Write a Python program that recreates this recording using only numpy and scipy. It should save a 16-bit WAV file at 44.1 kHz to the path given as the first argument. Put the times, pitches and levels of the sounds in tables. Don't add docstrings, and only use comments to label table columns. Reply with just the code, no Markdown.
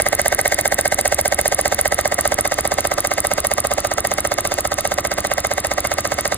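import sys
import numpy as np
from scipy import signal
from scipy.fft import rfft, irfft, next_fast_len
from scipy.io import wavfile
from scipy.ndimage import uniform_filter1d, map_coordinates

SR = 44100
rng = np.random.default_rng(int(sys.argv[2]) if len(sys.argv) > 2 else 0)


def voltage_ratio(decibels):
    exponent = np.asarray(decibels, float) / 20
    return 10 ** exponent


def waveform_to_disk(signal):
    frames = np.transpose(np.atleast_2d(signal))
    scaled = np.clip(frames, -1, 1) * 32767
    samples = np.round(scaled).astype(np.int16)
    wavfile.write(sys.argv[1], SR, samples)


N = 280917
LEAD = 4096

# turns done, time in seconds.
FLYWHEEL = [(0, .0018), (4, .2619), (8, .5249), (12, .7915), (22, 1.4595), (26, 1.7259), (39, 2.589),
            (46, 3.0514), (50, 3.317), (59, 3.9177), (66, 4.3874), (73, 4.8547), (79, 5.251), (84, 5.583),
            (88, 5.8517), (95, 6.3247)]
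# time in seconds, level from distance in dB, level from the way the chimney faces in dB.
PHONE = [(0, 0, 0), (.5, 0, 0), (1, 0, -1.5), (1.5, -.2, -3), (1.9, -.3, -2), (2.7, -1.3, -3),
         (3.2, -.8, -3.2), (3.6, -1.3, -5), (4.2, -2, -2.8), (4.7, -2.1, -5), (5.1, -2.2, -2.3),
         (6.4, -2.2, -2.6)]
# time in seconds, level in dB.
BOILER_VIEW = [(0, -1), (1, -3), (1.6, -1.5), (2.2, 1), (3.8, 1.5), (4.3, 0), (6.4, 1)]

# milliseconds from the main blow, level in dB.
FIREBOX_KNOCKS = [
    (-12.4, -21.1),
    (-9.3, -13.1),
    (-7.48, -9.0),
    (-5.33, -19.8),
    (-3.56, -10.2),
    (-2.18, 0.0),
    (1.2, -18.8),
    (4.24, -8.1),
    (27.1, -21.2),
]
CHIMNEY_KNOCKS = [
    (-10.36, -15.1),
    (-7.73, -9.9),
    (-6.62, -11.8),
    (-4.67, -9.8),
    (-3.97, -10.2),
    (-2.63, 0.0),
    (-2.11, -1.3),
    (-0.88, -3.8),
    (-0.29, -7.5),
    (9.02, -17.8),
]
# milliseconds from the main blow, level in dB.
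LOOSE_PLAY = [
    (-24.5, -13),
    (-16.5, -13),
    (-9.5, -9),
    (13, -17),
    (24.5, -17),
]
# milliseconds from the main blow, level in dB.
SHAKE = [(-33, -18), (-12, -15), (-4, -6), (0, 0), (6, -6), (14, -11), (33, -18)]
# milliseconds from the main blow, level in dB.
ROD_CLATTER = [(-18, -14), (-11.5, -5), (-8.5, -9), (-5, 0), (-3.2, -3), (-1.2, -8), (2, -9), (4.5, -8),
               (8, -5), (10.5, -9), (13, -11), (19.5, -13), (24.5, -20)]
# milliseconds from the main blow, level in dB.
VALVE_TICKS = [
    (-12.8, -15),
    (-10, -19),
    (-6, -8),
    (-4, 0),
    (8.3, -10),
]
# milliseconds from the main blow, level in dB.
FLOW = [(-20, -30), (-12, -19), (-6, -14), (-3.5, 0), (2, -4), (7, -7), (11, -5), (15, -11), (20, -15),
        (30, -30)]
# milliseconds from the main blow, level in dB.
BENCH_PUSHES = [
    (0.52, -0.5),
    (15.26, -4.2),
    (16.85, 0.0),
    (18.68, -2.0),
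    (20.52, -5.4),
    (25.94, -3.3),
]

# pitch in Hz, width in Hz, level in dB.
FIREBOX = [(430.8, 70, -11.5), (578.3, 77.9, -0.2), (757.1, 237.8, -4.5), (925.7, 136.7, -10.5)]
BOILER = [(985, 70, -7), (1080, 110, -4), (1200, 110, 0), (1330, 110, -3)]
CHIMNEY = [(1545, 55, -3), (1920, 170, .5), (2160, 130, 1)]
RODS = [(2490, 60, -3), (2790, 170, -4), (3200, 120, -8), (3600, 130, -4), (3760, 40, -1.5), (3950, 90, -7),
        (4150, 80, -5), (4700, 180, -1), (5100, 200, -5), (5400, 120, -5), (5900, 200, -1), (6400, 300, -5),
        (6800, 150, 0), (7400, 250, -6)]
BENCH = [(74.3, 20.6, 7.9), (194.7, 928.3, -1.8)]

# frequency in Hz, level in dB per Hz.
HISS = [(1800, -60), (2400, -12), (4000, -6), (6000, -3), (7000, -1), (7900, -5), (9000, -2), (11000, -5),
        (13000, -9), (15000, -11), (16300, -22)]
PUFF = [(2500, -60), (4000, -26), (6000, -22), (8200, -11), (8900, -10), (9900, -1.5), (11000, 0),
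        (12500, -7.5), (14000, -15), (15200, -17), (16300, -30)]
SHOP = [(15, -36), (30, -11), (70, -5), (150, -13), (200, -6), (400, -11), (650, -7), (1010, -16),
        (2150, -17), (2500, -21), (5400, -24), (7000, -26), (10100, -28), (15200, -36), (16600, -70)]
# pitch in Hz, level in dB, unsteadiness in Hz.
HUM = [(28, -49, 0.6), (57, -45, 1.5), (302, -44, 1.5), (360, -45, 1.5)]
# frequency in Hz, time to fall by 60 dB in seconds.
TIN_ROOM = [(200, .1), (2000, .1), (10000, .09)]

# frequency in Hz, left minus right level in dB.
PORT_DB = [(60, -.4), (220, -1.6), (380, -.3), (480, -2), (600, -8.5), (750, -3.5), (900, -6), (1000, -2.5),
           (1150, -4), (1700, 0), (2200, -2.4), (2450, 0), (15000, 0)]
# frequency in Hz, lead in radians.
PORT_LEAD = [(0, 0), (300, -.05), (520, -.95), (750, -.85), (900, -1.4), (1000, .3), (1350, -.2),
             (1600, .45), (2100, .9), (2350, 2.3), (3700, 1.2), (5400, 3.14), (11600, 9.42), (22050, 19)]
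# frequency in Hz, likeness from 0 to 1.
ALIKE = [(60, .99), (300, .8), (800, .7), (1000, .2), (1400, .3), (1700, .9), (2100, .85), (2350, .4),
         (3500, .4), (5400, .93), (6500, .86), (11000, .99), (14000, .93)]
# frequency in Hz, limit against the usual level in dB.
STARVED = [(2500, -40), (4500, -12), (9000, -11), (12000, -8.5), (16000, -8)]

FIREBOX_DB, CHIMNEY_DB, VALVE_DB, PUFF_DB = -9.1, -13.3, -21, -12.2
UNEVEN_DB = [.3, .4, .5, .8]
RODS_DB = -23.5
BOILER_LEAD_MS = 1.5
PUFF_LAG = .2745
PUFF_LAG_SCATTER_MS = .25
PUFF_FADES = 2.6
PORT_SHOWS = .5
VALVE_HIDES = .8
TOP_HZ = 15720


def along(points, hz):
    f, v = np.transpose(points)
    return np.interp(np.log(hz + 1), np.log(f + 1), v)


def unit(x):
    return x / np.sqrt(np.mean(x ** 2) + 1e-20)


def filtered(x, response):
    m = next_fast_len(x.shape[-1] + SR // 4)
    spectrum = rfft(x, m) * response(np.fft.rfftfreq(m, 1 / SR))
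    return irfft(spectrum, m)[..., :x.shape[-1]]


def wobble(knots):
    return map_coordinates(rng.standard_normal(knots + 4), [np.linspace(1, knots, N + 2 * LEAD)])


def white():
    return rng.standard_normal((2, N + 2 * LEAD))


def noise(spectrum):
    return unit(filtered(white(), lambda f: voltage_ratio(along(spectrum, f))))


def ringing(modes, lo_hz, hi_hz):
    def response(f):
        body = 0
        for k, (centre, width, db) in enumerate(modes):
            damping = 1j * f * width
            body = body + (-1) ** k * voltage_ratio(db) * damping / (centre * centre - f * f + damping)
        return body / np.sqrt((1 + (lo_hz / (f + 1)) ** 16) * (1 + (f / hi_hz) ** 16))
    return response


def blows_s():
    done, s = np.transpose(FLYWHEEL)
    return np.interp(np.arange(done[-1] + 1), done, s)


def strengths():
    s, far_db, facing_db = np.transpose(PHONE)
    far_db = np.interp(blows_s(), s, far_db)
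    facing_db = np.interp(blows_s(), s, facing_db)
    screen_db = VALVE_HIDES * np.interp(blows_s(), *np.transpose(BOILER_VIEW))
    steady = [FIREBOX_DB + far_db,
              CHIMNEY_DB + far_db + facing_db,
              VALVE_DB + far_db - screen_db,
              PUFF_DB + PUFF_FADES * far_db - PORT_SHOWS * facing_db]
    uneven = rng.standard_normal((len(far_db), len(steady))) * UNEVEN_DB
    return np.array(steady) + uneven.T


def knocks(pattern, turn_db, scatter_db, scatter_ms, delay_ms=0):
    ms, db = np.transpose(pattern)
    chance = rng.standard_normal((len(blows_s()), len(ms), 2))
    after_ms = ms + np.reshape(delay_ms, (-1, 1)) + scatter_ms * chance[..., 0]
    s = blows_s()[:, None] + after_ms / 1000
    size = voltage_ratio(np.reshape(turn_db, (-1, 1)) + db + scatter_db * chance[..., 1])
    place = np.round(s * SR).astype(int).ravel() + LEAD
    return np.bincount(place, size.ravel(), N + 2 * LEAD)


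def each_turn(shape, turn_db):
    ms, db = np.transpose(shape)
    t_ms = np.arange(-LEAD // 2, LEAD // 2) * 1000 / SR
    curve = voltage_ratio(np.interp(t_ms, ms, db, -90, -90))
    return signal.fftconvolve(knocks([(0, 0)], turn_db, 0, 0), curve, "same")


def decaying(train, rise_ms, fall_ms):
    t_ms = np.arange(SR // 40) * 1000 / SR
    swell = (1 - np.exp(-t_ms / rise_ms)) * np.exp(-t_ms / fall_ms)
    return signal.fftconvolve(train, swell)[:len(train)]


def tinwork(firebox_db, chimney_db):
    boiler_db = np.interp(blows_s(), *np.transpose(BOILER_VIEW))
    box = ringing(FIREBOX, 370, 1080)
    boiler = ringing(BOILER, 880, 1500)
    pipe = ringing(CHIMNEY, 1000, 2330)

    box_blows = knocks(FIREBOX_KNOCKS, firebox_db + 43.8, .35, .025)
    box_blows = box_blows + knocks(LOOSE_PLAY[1:], firebox_db + 36, 3, .3)
    boiler_blows = knocks(CHIMNEY_KNOCKS, boiler_db + 20.5, .5, .03, -BOILER_LEAD_MS)
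    boiler_blows = boiler_blows + knocks(LOOSE_PLAY[3:], boiler_db + 25, 2, .3)
    pipe_blows = knocks(CHIMNEY_KNOCKS, chimney_db + 35.5, .8, .02)
    pipe_blows = pipe_blows + knocks(LOOSE_PLAY, chimney_db + 34.5, 2, .3)
    struck = filtered(pipe_blows, pipe) - filtered(box_blows, box) - filtered(boiler_blows, boiler)

    rough = each_turn(SHAKE, firebox_db - 15) * unit(filtered(white(), box))
    rough = rough + each_turn(SHAKE, boiler_db - 23.5) * unit(filtered(white(), boiler))
    rough = rough + each_turn(SHAKE, chimney_db - 8) * unit(filtered(white(), pipe))
    return struck * [[1], [0]] + rough


def rods():
    rattle = decaying(knocks(ROD_CLATTER, RODS_DB + 20.5, 1.2, .4), .3, 1.1)
    rattle = rattle + voltage_ratio(-29 + 2.5 * wobble(knots=90))
    return filtered(rattle * white(), ringing(RODS, 2300, 8000))


def valve(hiss_db):
    spurts = decaying(knocks(VALVE_TICKS, hiss_db + 4.5, 2, .35), .3, .8)
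    return (each_turn(FLOW, hiss_db - 2.5) + spurts) * noise(HISS)


def exhaust(puff_db):
    turn_ms = np.gradient(blows_s()) * 1000
    delay_ms = PUFF_LAG * turn_ms + PUFF_LAG_SCATTER_MS * rng.standard_normal(len(puff_db))
    spits = knocks([(-.6, -12), (.4, 0), (1.4, -3)], puff_db + 8.7, .7, .15, delay_ms)
    return decaying(spits, .6, 1.1) * noise(PUFF)


def bench():
    pushes = knocks(BENCH_PUSHES, np.full(len(blows_s()), 14.5), 1.5, .15)
    return filtered(pushes, ringing(BENCH, 25, 330)) * [[1], [0]]


def workshop():
    t = np.arange(N + 2 * LEAD) / SR
    lines = 0
    for hz, db, waver in HUM:
        level = voltage_ratio(db + 3 + 1.3 * wobble(knots=25))
        cycles = hz * t + np.cumsum(waver * wobble(knots=40)) / SR
        lines = lines + level * np.sin(2 * np.pi * cycles)
    return voltage_ratio(-35.5 + 1.2 * wobble(knots=60)) * noise(SHOP) + lines * [[1], [.3]]


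def echoes(x):
    hz, t, z = signal.stft(rng.standard_normal((2, SR // 4)), SR, nperseg=256)
    fading = voltage_ratio(-60 * t / along(TIN_ROOM, hz)[:, None])
    tail = signal.istft(z * fading, SR, nperseg=256)[1]
    tail = tail / np.linalg.norm(tail[0])
    late = np.pad(x, (480, 0))[None]
    return signal.fftconvolve(late, tail, axes=1)[:, :len(x)]


def ports(pair):
    def shares(f):
        angle = np.arccos(np.clip(along(ALIKE, f), -1, 1)) / 2
        return np.array([np.cos(angle), np.sin(angle)])

    def left(f):
        return voltage_ratio(along(PORT_DB, f)) * np.exp(1j * np.interp(f, *np.transpose(PORT_LEAD)))

    same, other = filtered(pair, shares)
    return np.array([filtered(same + other, left), same - other])


def scene():
    firebox_db, chimney_db, hiss_db, puff_db = strengths()
    engine = tinwork(firebox_db, chimney_db) + rods() + valve(hiss_db) + exhaust(puff_db) + bench()
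    heard = engine + voltage_ratio(-23.5) * echoes(engine[0]) + workshop()
    return ports(heard)[:, LEAD:LEAD + N]


def starved(x):
    halves = np.array([x[0] + x[1], x[0] - x[1]]) / 2
    hz, t, z = signal.stft(halves, SR, nperseg=256)
    band = np.arange(len(hz)) // 4 * 4
    power = uniform_filter1d(np.abs(z) ** 2, size=4, axis=1, origin=-2)
    power = uniform_filter1d(power, size=3, axis=2)[:, band]
    usual = np.median(power.sum(axis=0), axis=1)[:, None]
    need_db = 3.5 * rng.standard_normal(len(t) // 8 + 1)[np.arange(len(t)) // 8]
    need_db = need_db + 1.2 * wobble(knots=40)[(t * SR).astype(int)]
    kept = power > usual * voltage_ratio(along(STARVED, hz)[:, None] + need_db) ** 2
    kept |= (power >= power[::-1]) & (hz[:, None] < 13000)
    mid, side = signal.istft(z * kept, SR, nperseg=256)[1][:, :N]
    return np.array([mid + side, mid - side])


def low_pass(x):
    return signal.sosfilt(signal.butter(12, 16640, fs=SR, output="sos"), x)


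def record(dry):
    held = dry / (1 + np.abs(dry / 1.05) ** 6) ** (1 / 6)
    cut = filtered(starved(held), lambda f: (f < 16600) / np.sqrt(1 + (f / TOP_HZ) ** 90))
    return low_pass(cut)


dry = scene()
out = record(dry)
waveform_to_disk(out)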